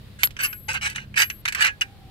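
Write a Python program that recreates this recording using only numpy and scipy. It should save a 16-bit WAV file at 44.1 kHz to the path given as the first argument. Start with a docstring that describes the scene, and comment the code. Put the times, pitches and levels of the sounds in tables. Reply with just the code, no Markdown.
"""Winding a scissor jack

Outdoors, close to the microphone, a hand winds the loose steel crank of a scissor jack under a car.
On each turn the crank knocks and scrapes in the eye of the screw and the pressed-steel frame clanks.
The load settles with snaps and a groan; the rod squeaks and rings thinly until the fingers damp it.
Some way off an engine idles, over low rumble, thin hiss and a faint whine."""
import sys
import numpy as np
from scipy import signal
from scipy.fft import rfft, irfft
from scipy.io import wavfile

SR = 44100
rng = np.random.default_rng(int(sys.argv[2]) if len(sys.argv) > 2 else 0)


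def materialize(psi):
    """Save the field psi as 16-bit PCM at rate SR to the path in sys.argv[1].

    A 1-D psi becomes a single channel; in a 2-D psi each row is a channel.
    """
    bounded = np.clip(np.atleast_2d(psi).T, -1, 1)
    quanta = np.round(bounded * 32767).astype(np.int16)
    wavfile.write(sys.argv[1], SR, quanta)


N = 92610
TIME = np.arange(N) / SR


def from_db(db):
    """Decibels to gain."""
    return 10 ** (np.asarray(db) / 20)


def unit_rms(x):
    """Scale to unit power."""
    return x / np.sqrt(np.mean(x ** 2) + 1e-20)


def fade(t, t60):
    """Exponential decay from t = 0, flat before."""
    return np.exp(-np.log(1000) * np.maximum(t, 0) / t60)


def butter(x, hz, kind, order=2):
    """Causal low- or high-pass."""
    return signal.sosfilt(signal.butter(order, hz, kind, fs=SR, output="sos"), x)


def colour(x, hz, db):
    """Shape a spectrum with a curve drawn on a log-frequency axis."""
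    f = np.maximum(np.fft.rfftfreq(x.shape[-1], 1 / SR), 1)
    return irfft(rfft(x) * from_db(np.interp(np.log(f), np.log(hz), db)), x.shape[-1])


def drift(hz):
    """Slow random wander of unit power."""
    return unit_rms(butter(rng.standard_normal(N + SR), hz, "low")[SR:])


def pan(db):
    """Left and right gains, db being left minus right."""
    return from_db(np.array([[db], [-db]]) / 2)


def add(out, start, x):
    """Mix a sound in at a time in seconds."""
    i = int(start * SR)
    out[:, i:i + x.shape[-1]] += x[:, :N - i]


# Spectrum of the open air around the microphone: f/Hz, relative level/dB
AIR_SPECTRUM = [(15, -22.5), (25, -3), (95, -1), (621, -24), (769, -29), (1280, -30.5), (4150, -32),
                (6200, -45.5), (15000, -43.5)]
# Background hiss dips during the loud clanks and comes back at the end,
# as with a recorder's gain control: t/s, gain/dB
HISS_GAIN = [(.1, 4.5), (.55, -1.5), (2.02, 2.5)]


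def open_air(level_db=-47, split_hz=894, side_db=-8.5):
    """Steady low rumble and a thin background hiss, wider in the treble."""
    mid, side = colour(rng.standard_normal((2, N)), *np.transpose(AIR_SPECTRUM))
    side = from_db(side_db) * side + 0.6 * butter(side, split_hz, "high", order=1)
    air = from_db(level_db) * unit_rms(np.array([mid + side, mid - side]))
    rumble = butter(air, split_hz, "low", order=1)
    hiss = (air - rumble) * from_db(np.interp(TIME, *np.transpose(HISS_GAIN)))
    return rumble + hiss


# A faint whine in the far distance: t/s, f/Hz, level/dB
WHINE_PATH = [(1.68, 804, -76), (1.849, 798, -58.5), (2.1, 765, -57.5)]


def distant_whine(width_hz=28):
    """A narrow band of noise comes in late and sinks a little in pitch."""
    times, hz, db = np.transpose(WHINE_PATH)
    phase = 2 * np.pi * np.cumsum(np.interp(TIME, times, hz)) / SR
    band = drift(width_hz) * np.sin(phase) + drift(width_hz) * np.cos(phase)
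    return band * from_db(np.interp(TIME, times, db)) * (TIME > times[0])


# The engine some way off, centre: t/s, level of the lowest two hum lines/dB, of the upper lines/dB
IDLE_LEVELS = [(0, -35, -41.5), (.35, -46, -48.5), (.8, -38, -38), (1.15, -37.5, -36.5), (1.4, -48, -52),
               (2.1, -71, -47.5)]
# Its hum lines: f/Hz, relative level/dB
HUM_LINES = [(67.7, -7.5), (101.7, -7), (135.3, -5.5), (203.5, -11)]


def idling_engine(gain_db=-5, waver_db=2.5):
    """Multiples of the crankshaft rate hum, each wavering in level and phase."""
    times, low_db, upper_db = np.transpose(IDLE_LEVELS)
    hum = np.zeros(N)
    for k, (hz, db) in enumerate(HUM_LINES):
        level_db = db + gain_db + np.interp(TIME, times, low_db if k < 2 else upper_db)
        level_db += waver_db * drift(hz=7.8)
        phase = 2 * np.pi * (hz * TIME + rng.random()) + 0.78 * drift(hz=4.7)
        hum += from_db(level_db) * np.sin(phase)
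    return np.sqrt(2) * hum


def joint_groan(start_s=0.6796, length_s=0.031, start_hz=814, rise_hz_per_s=3550, level_db=-30):
    """A joint of the jack gives one short rising creak under load."""
    out = np.zeros((2, N))
    t = TIME[:int(length_s * SR)]
    swell = np.sin(np.pi * t / length_s)
    glide = np.sin(2 * np.pi * (start_hz + rise_hz_per_s * t / 2) * t)
    add(out, start_s, from_db(level_db) * pan(0) * swell * glide)
    return out


# Snaps close by, right of the microphone: t/s, level/dB, t60/s
LOAD_SNAPS = [(0.2328, -13, 0.046), (0.2731, -26, 0.0074), (0.307, -42.5, .05)]
# Their spectrum: f/Hz, relative level/dB
SNAP_SPECTRUM = [(250, -20.5), (1300, -11.5), (2500, 1), (13000, -21.5)]


def load_snaps(pan_db=-12):
    """The load settles with dry cracks that die at once."""
    out = np.zeros((2, N))
    for start, db, t60 in LOAD_SNAPS:
        crack = unit_rms(colour(rng.standard_normal(N), *np.transpose(SNAP_SPECTRUM)))
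        add(out, start, from_db(db) * pan(pan_db) * crack * fade(TIME, t60))
    return out


# The rod rubbing, close and to the left: t/s, length/s, f/Hz, relative level/dB
ROD_SQUEAKS = [(.233, .023, 11425, -14), (.241, .015, 11635, -29), (.241, .015, 7530, -35),
               (.415, .03, 12070, -34), (.434, .012, 11010, -20), (.435, .018, 8030, -34),
               (.83, .025, 8030, -37), (1.183, .035, 12070, -34), (1.2, .018, 7770, -33)]


def rod_squeaks(gain_db=-1.5, pan_db=6.5, rise_s=0.001, t60_s=0.054):
    """Friction locks on one mode of the rod, holds it briefly and lets it die."""
    out = np.zeros((2, N))
    for start, length, hz, db in ROD_SQUEAKS:
        envelope = np.minimum(TIME / rise_s, 1) * fade(TIME - length, t60_s)
        add(out, start, from_db(db + gain_db) * pan(pan_db) * envelope * np.sin(2 * np.pi * hz * TIME))
    return out


# Modes of the steel rod: f/Hz, relative level/dB, t60/s
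ROD_MODES = [(7750, -17, .6), (11438, -3, .55), (11646, 0, .75), (12352, -14, .7)]
# Its free rings, close and well to the left: start t/s, damped at t/s, level/dB
ROD_RINGS = [(0.431, 0.681, -33.5), (1.189, 1.415, -35.5)]


def rod_rings(shimmer_db=2.5, shimmer_hz=14, damped_t60_s=0.019, pan_db=11.5):
    """The rod rings until the fingers stop it; as the crank turns, each mode wavers on its own."""
    ring = np.zeros(N)
    for hz, db, t60 in ROD_MODES:
        envelope = from_db(db + shimmer_db * drift(shimmer_hz)) * fade(TIME, t60)
        ring += envelope * np.sin(2 * np.pi * hz * TIME)
    out = np.zeros((2, N))
    for start, damped_at, db in ROD_RINGS:
        fingers = fade(TIME - (damped_at - start), damped_t60_s)
        add(out, start, from_db(db) * pan(pan_db) * ring * fingers)
    return out


# The crank's place in front of the microphone: t/s, left minus right level/dB
CRANK_BALANCE = [(.24, 2), (.39, 0)]


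def crank_pan(at_s):
    """Left and right gains of a contact: slightly left at first, then centre."""
    return pan(np.interp(at_s, *np.transpose(CRANK_BALANCE)))


CONTACT_RISE_S = 0.0049
# Clunks of the loaded jack, close up: t/s, f/Hz, level/dB, t60/s
JACK_CLUNKS = [(.438, 2750, -24, .08), (.528, 1480, -31, .09), (1.62, 2890, -11, .06),
               (1.815, 2845, -7, .04), (1.813, 2520, -12, .035)]


def jack_clunks():
    """Each hard shift of the load rings a single mode of the jack."""
    out = np.zeros((2, N))
    for start, hz, db, t60 in JACK_CLUNKS:
        envelope = (1 - fade(TIME, CONTACT_RISE_S)) * fade(TIME, t60)
        add(out, start, from_db(db) * crank_pan(start) * envelope * np.sin(2 * np.pi * hz * TIME))
    return out


FRAME_T60_S, TREBLE_HZ, STEREO_CORRELATION = 0.045, 4910, 0.62
CRACK_DB, CRACK_T60_S = -1, 0.0061
UNDERBODY_DB, UNDERBODY_T60_S = -32, 0.24
# Crowded modes of the pressed-steel frame at the microphone: f/Hz, left level/dB, right level/dB
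FRAME_SPECTRUM = [(612.5, -42, -35.5), (832, -12, -10.5), (1138, -14.5, -10), (1474, -7, 2), (2350, -1, 4),
                  (3020, -1, 0.5), (3210, -7.5, -14.5), (4870, -12.5, -8), (6200, -6.5, -24.5),
                  (7300, -14, -30), (7800, -7.5, -26.5), (9220, -20.5, -35), (9190, -13.5, -24.5),
                  (11900, -18, -26), (14470, -32, -58.5), (15440, -57, -78)]
# Its clearest modes, a little to the right: f/Hz, relative level/dB, t60/s
CLEAR_MODES = [(520, -20, .08), (1440, -15, .13), (1580, -9, .14), (1677, -6, .14), (1857, -11, .12),
               (2372, -6, .11), (2575, -5, .08), (2885, -4, .08)]


def frame_response(treble_db, ripple_db=4, modes_db=-11, modes_pan_db=-5.5):
    """The struck frame: a short crash of crowded modes, a few longer ones, reflections under the car."""
    t = TIME[:SR // 4]
    hz, left_db, right_db = np.transpose(FRAME_SPECTRUM)
    shared, separate = rng.standard_normal(len(t)), rng.standard_normal((2, len(t)))
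    left, right = np.sqrt(STEREO_CORRELATION) * shared + np.sqrt(1 - STEREO_CORRELATION) * separate
    crash = np.array([colour(left, hz, left_db), colour(right, hz, right_db)])
    # each contact point favours some modes over others
    ripple_hz = np.geomspace(hz[0], hz[-1], 64)
    crash = unit_rms(colour(crash, ripple_hz, ripple_db * rng.standard_normal(len(ripple_hz))))
    crash = colour(crash, [TREBLE_HZ / 2, TREBLE_HZ * 1.75], [0, treble_db])
    modes = np.zeros(len(t))
    for mode_hz, db, t60 in CLEAR_MODES:
        strength = from_db(modes_db + db + rng.normal(0, 3.0))
        modes += strength * fade(t, t60) * np.sin(2 * np.pi * (mode_hz * t + rng.random()))
    crack = from_db(CRACK_DB) * fade(t, CRACK_T60_S)
    reflections = from_db(UNDERBODY_DB) * fade(t, UNDERBODY_T60_S)
    decay = crack + fade(t, FRAME_T60_S) + reflections
    return (crash * decay + pan(modes_pan_db) * modes) * (1 - fade(t, CONTACT_RISE_S))


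# Crank scrapes, close up: t/s, length/s, relative level/dB, change over the stroke/dB, treble/dB
CRANK_SCRAPES = [(0.186, 0.072, -44.5, 12, 3), (0.387, 0.048, -29, 1, 0), (0.429, 0.038, -24.5, -6.5, 8),
                 (0.461, 0.11, -35.5, -23.5, -26), (0.681, 0.043, -24, -4, -2.5),
                 (0.736, 0.039, -23, -4.5, -14), (.809, 0.062, -28.5, 5, -1), (0.882, 0.048, -35, -5.5, 1),
                 (0.946, 0.1, -34, -15.5, -6), (1.156, 0.023, -32.5, 16.5, -1), (1.184, .05, -19, -2.5, 0),
                 (1.548, 0.054, -28.5, 3, -11), (1.605, 0.022, -18.5, -1, 2),
                 (1.631, 0.048, -17.5, -6.5, -6.5), (1.675, 0.035, -19, -25, -15)]


def crank_scrapes(gain_db=1, slips_per_s=900, spread_db=0.5, rise_s=0.012, low_cut_hz=210):
    """Steel drags over steel: runs of tiny, uneven slips shake the frame."""
    out = np.zeros((2, N))
    longest = SR // 4
    decay_energy = SR * FRAME_T60_S / (2 * np.log(1000))
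    for start, length, db, change_db, treble_db in CRANK_SCRAPES:
        n = int(length * SR)
        slipping = rng.random(longest) < slips_per_s / SR
        sizes = from_db(spread_db * rng.standard_normal(longest))
        slips = (slipping * sizes * rng.choice([-1, 1], longest))[:n]
        slips[0] = 1
        stroke = from_db(db + gain_db + np.linspace(0, change_db, n)) * (1 - fade(TIME[:n], rise_s))
        force = unit_rms(slips) * stroke / np.sqrt(decay_energy)
        scrape = signal.fftconvolve(frame_response(treble_db), force[None], axes=1)
        add(out, start, crank_pan(start) * scrape)
    return butter(out, low_cut_hz, "high")


# Crank knocks, close up: t/s, relative level/dB, treble/dB
CRANK_KNOCKS = [(0.366, -32.5, -2), (.528, -31, 1), (0.731, -38, 21), (0.742, -37.5, 18.5), (.875, -28, 3),
                (0.899, -35, 13.5), (0.959, -23.5, 1), (0.98, -22, -32), (1.141, -31.5, -15),
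                (1.180, -18.5, 6), (1.201, -14, 5), (1.2189, -10, 2), (1.3, -20.5, -2.5), (1.453, -21, -1),
                (1.456, -16.5, -4.5), (1.478, -19, -3), (1.484, -16.5, 0), (1.523, -23, 3),
                (1.548, -18.5, -0.5), (1.605, -25, 4), (1.622, -14.5, 3.5), (1.648, -15.5, 1.5),
                (1.657, -16, -12), (1.667, -17.5, 0), (1.81, -21, 5), (1.817, -17.5, 0)]


def crank_knocks(gain_db=1, low_cut_hz=960):
    """The loose crank strikes the eye of the screw and the frame clanks, thinner than in a scrape."""
    out = np.zeros((2, N))
    for start, db, treble_db in CRANK_KNOCKS:
        add(out, start, from_db(db + gain_db) * crank_pan(start) * frame_response(treble_db))
    return butter(out, low_cut_hz, "high")


def scene(left_lead_s=0.00026):
    """The jack up close, reaching the left side of the microphone first, with the outdoors behind."""
    crank = crank_knocks() + crank_scrapes()
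    left, right = crank + load_snaps() + rod_squeaks() + rod_rings() + jack_clunks() + joint_groan()
    jack = np.array([left, np.roll(right, round(left_lead_s * SR))])
    return jack + idling_engine() + open_air() + distant_whine()


def record(dry):
    """Peaks clip at full scale, then a steep low-pass cuts the highest treble."""
    stop_db, stop_hz = 70, 16800
    low_pass = signal.cheby2(12, stop_db, stop_hz, fs=SR, output="sos")
    return signal.sosfilt(low_pass, np.clip(dry, -1, 1))


dry = scene()
out = record(dry)
materialize(out)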